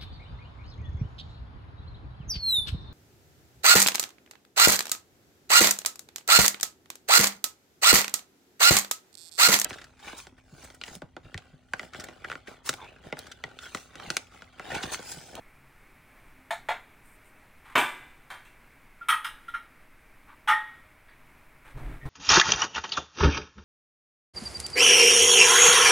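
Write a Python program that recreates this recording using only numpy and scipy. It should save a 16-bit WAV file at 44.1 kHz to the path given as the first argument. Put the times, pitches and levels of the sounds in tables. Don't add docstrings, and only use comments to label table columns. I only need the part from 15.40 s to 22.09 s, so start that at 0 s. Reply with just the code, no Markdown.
import sys
import numpy as np
from scipy import signal
from scipy.fft import rfft, irfft, next_fast_len
from scipy.io import wavfile
from scipy.ndimage import uniform_filter1d

SR = 44100
rng = np.random.default_rng(int(sys.argv[2]) if len(sys.argv) > 2 else 0)


def waveform_to_disk(signal):
    frames = np.transpose(np.atleast_2d(signal))
    scaled = np.clip(frames, -1, 1) * 32767
    samples = np.round(scaled).astype(np.int16)
    wavfile.write(sys.argv[1], SR, samples)


N = 295029

# (time [s], level [dB], hardness [dB], favoured pitch [Hz], lead of favoured modes [dB])
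LID_BLOWS = [(3.611, -52, -7, 1346, 34.5), (3.685, -20.5, 12, 1307, 15), (3.697, -24, 11, 3120, 13),
             (3.722, -23.5, -7, 1304, 14.5), (3.8435, -28.5, 11, 1570, 18), (4.081, -44, 6.5, 1450, 23),
             (4.1385, -32.5, -3, 1453, 21), (5.074, -24.5, 1, 833, 30), (5.082, -20, 3, 1236, 10),
             (5.094, -17.5, -8.5, 851, 20), (5.115, -25.5, -13.5, 1841, 25.5), (6.612, -55, -7, 1850, 24)]
PAN_BLOWS = [(2.3538, -16.5, 3.5, 940, 8.5), (2.378, -25.5, 16, 1185, 12), (2.9025, -39, 8.5, 3070, 8.5),
             (2.938, -60.5, 4, 1685, 26.5), (3.05, -55.5, 11, 1610, 8), (5.682, -55.5, -14, 1184, -2)]
UTENSIL_BLOWS = [(1.1068, -29, 4, 672, 11), (1.2865, -25.5, -3.5, 862, 3.5), (1.303, -30.5, -16, 1421, -2)]
# (frequency [Hz], level [dB], t60 [s])
LID_MODES = [(864.1, -7, 0.32), (926, -4, 0.25), (1164, -22, .2), (1245, 1, 0.26), (1290, -0.5, 0.21),
             (1392.3, 5, 0.2), (1404, -1.5, 0.16), (1664, -9.5, 0.43), (1834, -2.5, 0.22),
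             (1881, -5.5, 0.49), (1920, 2, 0.25), (2400, -7, 0.23), (3130, 1, 0.17), (3157, -2, 0.13),
             (3770, -12, 0.48), (5420, -5, 0.2), (6150, -3, 0.11), (9000, -9, 0.12), (9655, -18, 0.22)]
PAN_MODES = [(255.4, -3.5, 0.15), (370.7, -9, 0.53), (622, -0.5, 0.2), (870, 0.5, 0.37), (971, 3.5, .42),
             (1186, 4.5, 0.39), (1514.5, 3.5, 0.55), (1620, -8, 0.8), (1673, 3, 0.41), (2030, -6, 0.81),
             (2105, -11, .42), (2268, 0, 0.53), (2353, 1.5, 0.56), (2590, -2, 0.2), (3180, 3.5, 0.34),
             (3520, -9, 0.45)]
UTENSIL_MODES = [(685, -0.5, 0.13), (721.5, -6.5, 0.21), (876, 5, 0.13), (915, -1.5, .14),
                 (1400, -7.5, .23), (2010, -18, 0.12), (2470, -6, 0.079), (3410, -13, 0.076),
                 (3620, -17, 0.18), (3640, -20, 0.18)]
# (frequency [Hz], relative density [dB per Hz])
LID_BODY_SPECTRUM = [(200, -2.5), (550, 1.5), (900, 1.5), (1060, 3), (1350, 14), (1650, 2.5), (2200, 2),
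                     (2700, -6.5), (3200, 2.5), (4600, -15.5), (7600, -17.5), (9400, -4), (11000, -19),
                     (13000, -14), (15500, -25)]
PAN_BODY_SPECTRUM = [(135, -8), (190, -16.5), (260, -0.5), (470, -8), (680, -1.5), (1000, 3), (1400, 1.5),
                     (2100, 0.5), (2850, -7), (3700, -6), (4900, -14.5), (7000, -16), (9500, -12.5),
                     (11000, -26.5), (12700, -17), (15500, -29)]
UTENSIL_BODY_SPECTRUM = [(300, -7.5), (720, 3), (1100, -1), (2200, -0.5), (2950, -11), (3450, -1),
                         (4100, -8), (4800, -17), (7800, -11.5), (11000, -19), (15500, -23)]
# (start [s], length [s], level [dB], low edge [Hz], hardness [dB])
SCRAPE_STROKES = [(1.614, 0.18, -66.5, 7350, 4), (1.832, 0.078, -68, 7500, 1),
                  (2.234, 0.13, -52.5, 810, 8.5), (4.868, 0.092, -53.5, 860, -18),
                  (6.235, .11, -54, 326, 10.5), (6.322, 0.3, -53.5, 245, 6.5)]
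# (time [s], level [dB])
HAND_BUMPS = [(6.373, -44), (6.651, -39.5)]
# (start [s], length [s], level [dB])
AIR_SWEEPS = [(6.215, 0.22, -54.5), (6.335, .3, -37), (6.621, 0.15, -34)]
# (frequency [Hz], relative density [dB per Hz])
AIR_SPECTRUM = [(20, 3.5), (45, 6), (70, -16), (100, -5), (140, -0.5), (195, -24.5), (270, -12.5),
                (450, -22.5), (700, -23.5), (1500, -55)]
# (frequency [Hz], relative density [dB per Hz])
ROOM_SPECTRUM = [(20, 1), (45, -11.5), (65, -12.5), (140, -15), (190, -18.5), (260, -15), (330, -19),
                 (550, -23), (950, -20), (1700, -20), (2300, -18), (3000, -31), (4700, -38), (6800, -40.5),
                 (8800, -37), (15800, -39)]
# (frequency [Hz], level [dB])
ROOM_TONES = [(135, -74), (275, -88), (620, -79), (2190, -77)]

ROOM_NOISE_DB = -55.5
BAND_LIMIT_HZ = 15950
FILTER_SIZE = 8192
HZ = np.fft.rfftfreq(FILTER_SIZE, 1 / SR)
RING_SAMPLES = 28000
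MEDIUM_BLOW_DB = -30
HARDNESS_DB_PER_OCTAVE = 28


def lid():
    return blows(LID_BLOWS, LID_BODY_SPECTRUM, LID_MODES,
                 low_hz=1000, deepen_octaves_per_db=0.03, top_hz=2960,
                 t60_s=0.18, tail_db=-19.5, tail_t60_s=0.72,
                 ring_db=-11.5, shimmer_db=-3, contact_s=0.0031, reach_octaves=0.082)


def pan():
    return blows(PAN_BLOWS, PAN_BODY_SPECTRUM, PAN_MODES,
                 low_hz=277, deepen_octaves_per_db=0.1, top_hz=2770,
                 t60_s=0.33, tail_db=-14.5, tail_t60_s=0.74,
                 ring_db=-16, shimmer_db=-12, contact_s=0.00045, reach_octaves=0.11)


def utensil():
    return blows(UTENSIL_BLOWS, UTENSIL_BODY_SPECTRUM, UTENSIL_MODES,
                 low_hz=713, deepen_octaves_per_db=0.2, top_hz=3550,
                 t60_s=0.22, tail_db=-25.5, tail_t60_s=0.79,
                 ring_db=-1, shimmer_db=-8.5, contact_s=0.00012, reach_octaves=0.051)


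def blows(rows, body, modes, low_hz, deepen_octaves_per_db, top_hz, t60_s, tail_db, tail_t60_s,
          ring_db, shimmer_db, contact_s, reach_octaves):
    out, t = np.zeros(N), np.arange(RING_SAMPLES) / SR
    upper = gain_of(shimmer_db) * shimmer(t)
    rings = gain_of(ring_db) * ring(t, modes)
    mode_hz = np.transpose(modes)[0]
    for start_s, db, hardness_db, favoured_hz, lead_db in rows:
        low_edge_hz = low_hz * 2 ** (deepen_octaves_per_db * (MEDIUM_BLOW_DB - db))
        high_edge_hz = top_edge(top_hz, hardness_db)
        build = 1 - np.exp(-t * gain_of(hardness_db) / contact_s)
        raw = build * (clatter(t, t60_s, tail_db, tail_t60_s) + upper)
        spectrum = contact(body, low_edge_hz, high_edge_hz, hardness_db)
        burst = coloured(raw, spectrum * treble_ripple())
        near = np.exp(-(np.log2(mode_hz / favoured_hz) / reach_octaves) ** 2)
        woken = gain_of(lead_db * near) / np.hypot(1, (mode_hz / high_edge_hz) ** 2)
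        add(out, start_s, gain_of(db) * (burst + woken @ rings))
    return out


def ring(t, modes, rise_s=0.0035, waver=0.18, waver_s=0.013):
    hz, db, t60_s = np.transpose(modes)[:, :, None]
    white = rng.standard_normal((2, len(modes), len(t)))
    smooth = uniform_filter1d(white, round(waver_s * SR))
    in_phase, quadrature = (evened(z) for z in smooth)
    phase = 2 * np.pi * hz * t
    tone = (1 + waver * in_phase) * np.sin(phase) + waver * quadrature * np.cos(phase)
    return tone * gain_of(db - 60 * t / t60_s) * (1 - np.exp(-t / rise_s))


def shimmer(t, count=130, low_hz=2400, t60_s=0.22, spread_s=0.012):
    hz, start_turns = rng.random((2, count, 1))
    hz = low_hz + hz * (BAND_LIMIT_HZ - low_hz)
    crowd = evened(np.cos(2 * np.pi * (hz * t + start_turns)).sum(0))
    return crowd * gain_of(-60 * t / t60_s) * (1 - np.exp(-t / spread_s))


def clatter(t, t60_s, tail_db=-28, tail_t60_s=0.84, density=0.2):
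    arrivals = evened(1. * (rng.random(len(t)) < density))
    echoes = rng.choice([-1., 1.], len(t)) * arrivals
    return echoes * np.hypot(gain_of(-60 * t / t60_s), gain_of(tail_db - 60 * t / tail_t60_s))


def contact(body, low_hz, top_hz, treble_db, bass_leak_db=-33, top_leak_db=-11, click_hz=6500):
    low = gain_of(bass_leak_db) + 1 / np.hypot(1, (low_hz / (HZ + 1)) ** 10)
    top = gain_of(top_leak_db) + 1 / np.hypot(1, (HZ / top_hz) ** 4)
    treble_shelf_db = treble_db / (1 + (click_hz / (HZ + 1)) ** 6)
    return gain_of(read(body, HZ) + treble_shelf_db) * low * top


def top_edge(top_hz, hardness_db):
    return top_hz * 2 ** (hardness_db / HARDNESS_DB_PER_OCTAVE)


def treble_ripple(ripple_db=4, ripple_hz=200, from_hz=2200):
    ripple = evened(uniform_filter1d(rng.standard_normal(len(HZ)), round(ripple_hz / HZ[1])))
    return gain_of(ripple_db * ripple * np.minimum(HZ / from_hz, 1) ** 2)


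def scrapes(slips_per_s=5000, top_hz=2300):
    out = np.zeros(N)
    for start_s, length_s, db, low_hz, hardness_db in SCRAPE_STROKES:
        n = round(length_s * SR)
        slips = rng.standard_normal(SR) * (rng.random(SR) < slips_per_s / SR)
        spectrum = contact(PAN_BODY_SPECTRUM, low_hz, top_edge(top_hz, hardness_db), hardness_db)
        rub = evened(coloured(slips[:n], spectrum))
        add(out, start_s, gain_of(db) * rub * signal.windows.tukey(n, 0.5))
    return out


def bumps(low_hz=160, top_hz=900, hardness_db=0, t60_s=0.16, contact_s=0.0068):
    out, t = np.zeros(N), np.arange(RING_SAMPLES) / SR
    for start_s, db in HAND_BUMPS:
        thud = (1 - np.exp(-t / contact_s)) * clatter(t, t60_s)
        spectrum = contact(PAN_BODY_SPECTRUM, low_hz, top_hz, hardness_db)
        add(out, start_s, gain_of(db) * coloured(thud, spectrum))
    return out


def air(rise_s=0.038, fall_s=0.12):
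    t = np.arange(N) / SR
    level = np.zeros(N)
    for start_s, length_s, db in AIR_SWEEPS:
        ramps = np.minimum((t - start_s) / rise_s, (start_s + length_s - t) / fall_s)
        level += gain_of(db) * np.clip(ramps, 0, 1)
    return level * noise(AIR_SPECTRUM)


def low_swell(start_s=0.928, length_s=0.19, hz=260, db=-60):
    out, t = np.zeros(N), np.arange(round(length_s * SR)) / SR
    tone = np.sin(2 * np.pi * hz * t)
    add(out, start_s, gain_of(db) * tone * signal.windows.tukey(len(t), 0.5))
    return out


def room_noise(drift_db=0.5, drift_s=0.28, waver=0.62, waver_s=0.22):
    def slow(seconds):
        return evened(uniform_filter1d(rng.standard_normal(N), round(seconds * SR), mode="wrap"))
    t = np.arange(N) / SR
    tones = np.zeros(N)
    for hz, db in ROOM_TONES:
        tones += gain_of(db) * evened((1 + waver * slow(waver_s)) * np.sin(2 * np.pi * hz * t))
    return gain_of(ROOM_NOISE_DB + drift_db * slow(drift_s)) * noise(ROOM_SPECTRUM) + tones


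def noise(points):
    size = next_fast_len(N)
    gain = gain_of(read(points, np.fft.rfftfreq(size, 1 / SR)))
    return evened(irfft(rfft(rng.standard_normal(size)) * gain, size)[:N])


def coloured(x, gain):
    log_gain = np.log(np.maximum(np.r_[gain, gain[-2:0:-1]], 1e-5))
    response = np.exp(np.conj(signal.hilbert(log_gain)))
    taps = np.fft.ifft(response).real[:FILTER_SIZE // 2]
    return signal.fftconvolve(x, taps / np.linalg.norm(taps))[:len(x)]


def gain_of(db):
    return 10 ** (np.asarray(db) / 20)


def evened(x):
    return x / np.sqrt(np.mean(x ** 2) + 1e-20)


def read(points, hz):
    f, value = np.transpose(points)
    return np.interp(np.log(hz + 1), np.log(f + 1), value)


def add(mix, start_s, sound):
    part = mix[round(start_s * SR):][:len(sound)]
    part += sound[:len(part)]


def scene():
    struck = lid() + pan() + utensil()
    handled = scrapes() + bumps() + air()
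    mix = struck + handled + low_swell() + room_noise()
    return np.array([mix, mix])


def record(dry, side_db=-15, side_from_hz=4400):
    highpass = signal.butter(12, side_from_hz, "high", fs=SR, output="sos")
    treble = signal.sosfilt(highpass, dry[0])
    random_taps = rng.standard_normal(256)
    random_taps /= np.linalg.norm(random_taps)
    side = gain_of(side_db) * signal.fftconvolve(treble, random_taps)[:N]
    band_limit = signal.firwin(511, BAND_LIMIT_HZ, window=("kaiser", 9), fs=SR)
    return signal.oaconvolve(dry + np.array([side, -side]), band_limit[None], "same")


dry = scene()
out = record(dry)
waveform_to_disk(out)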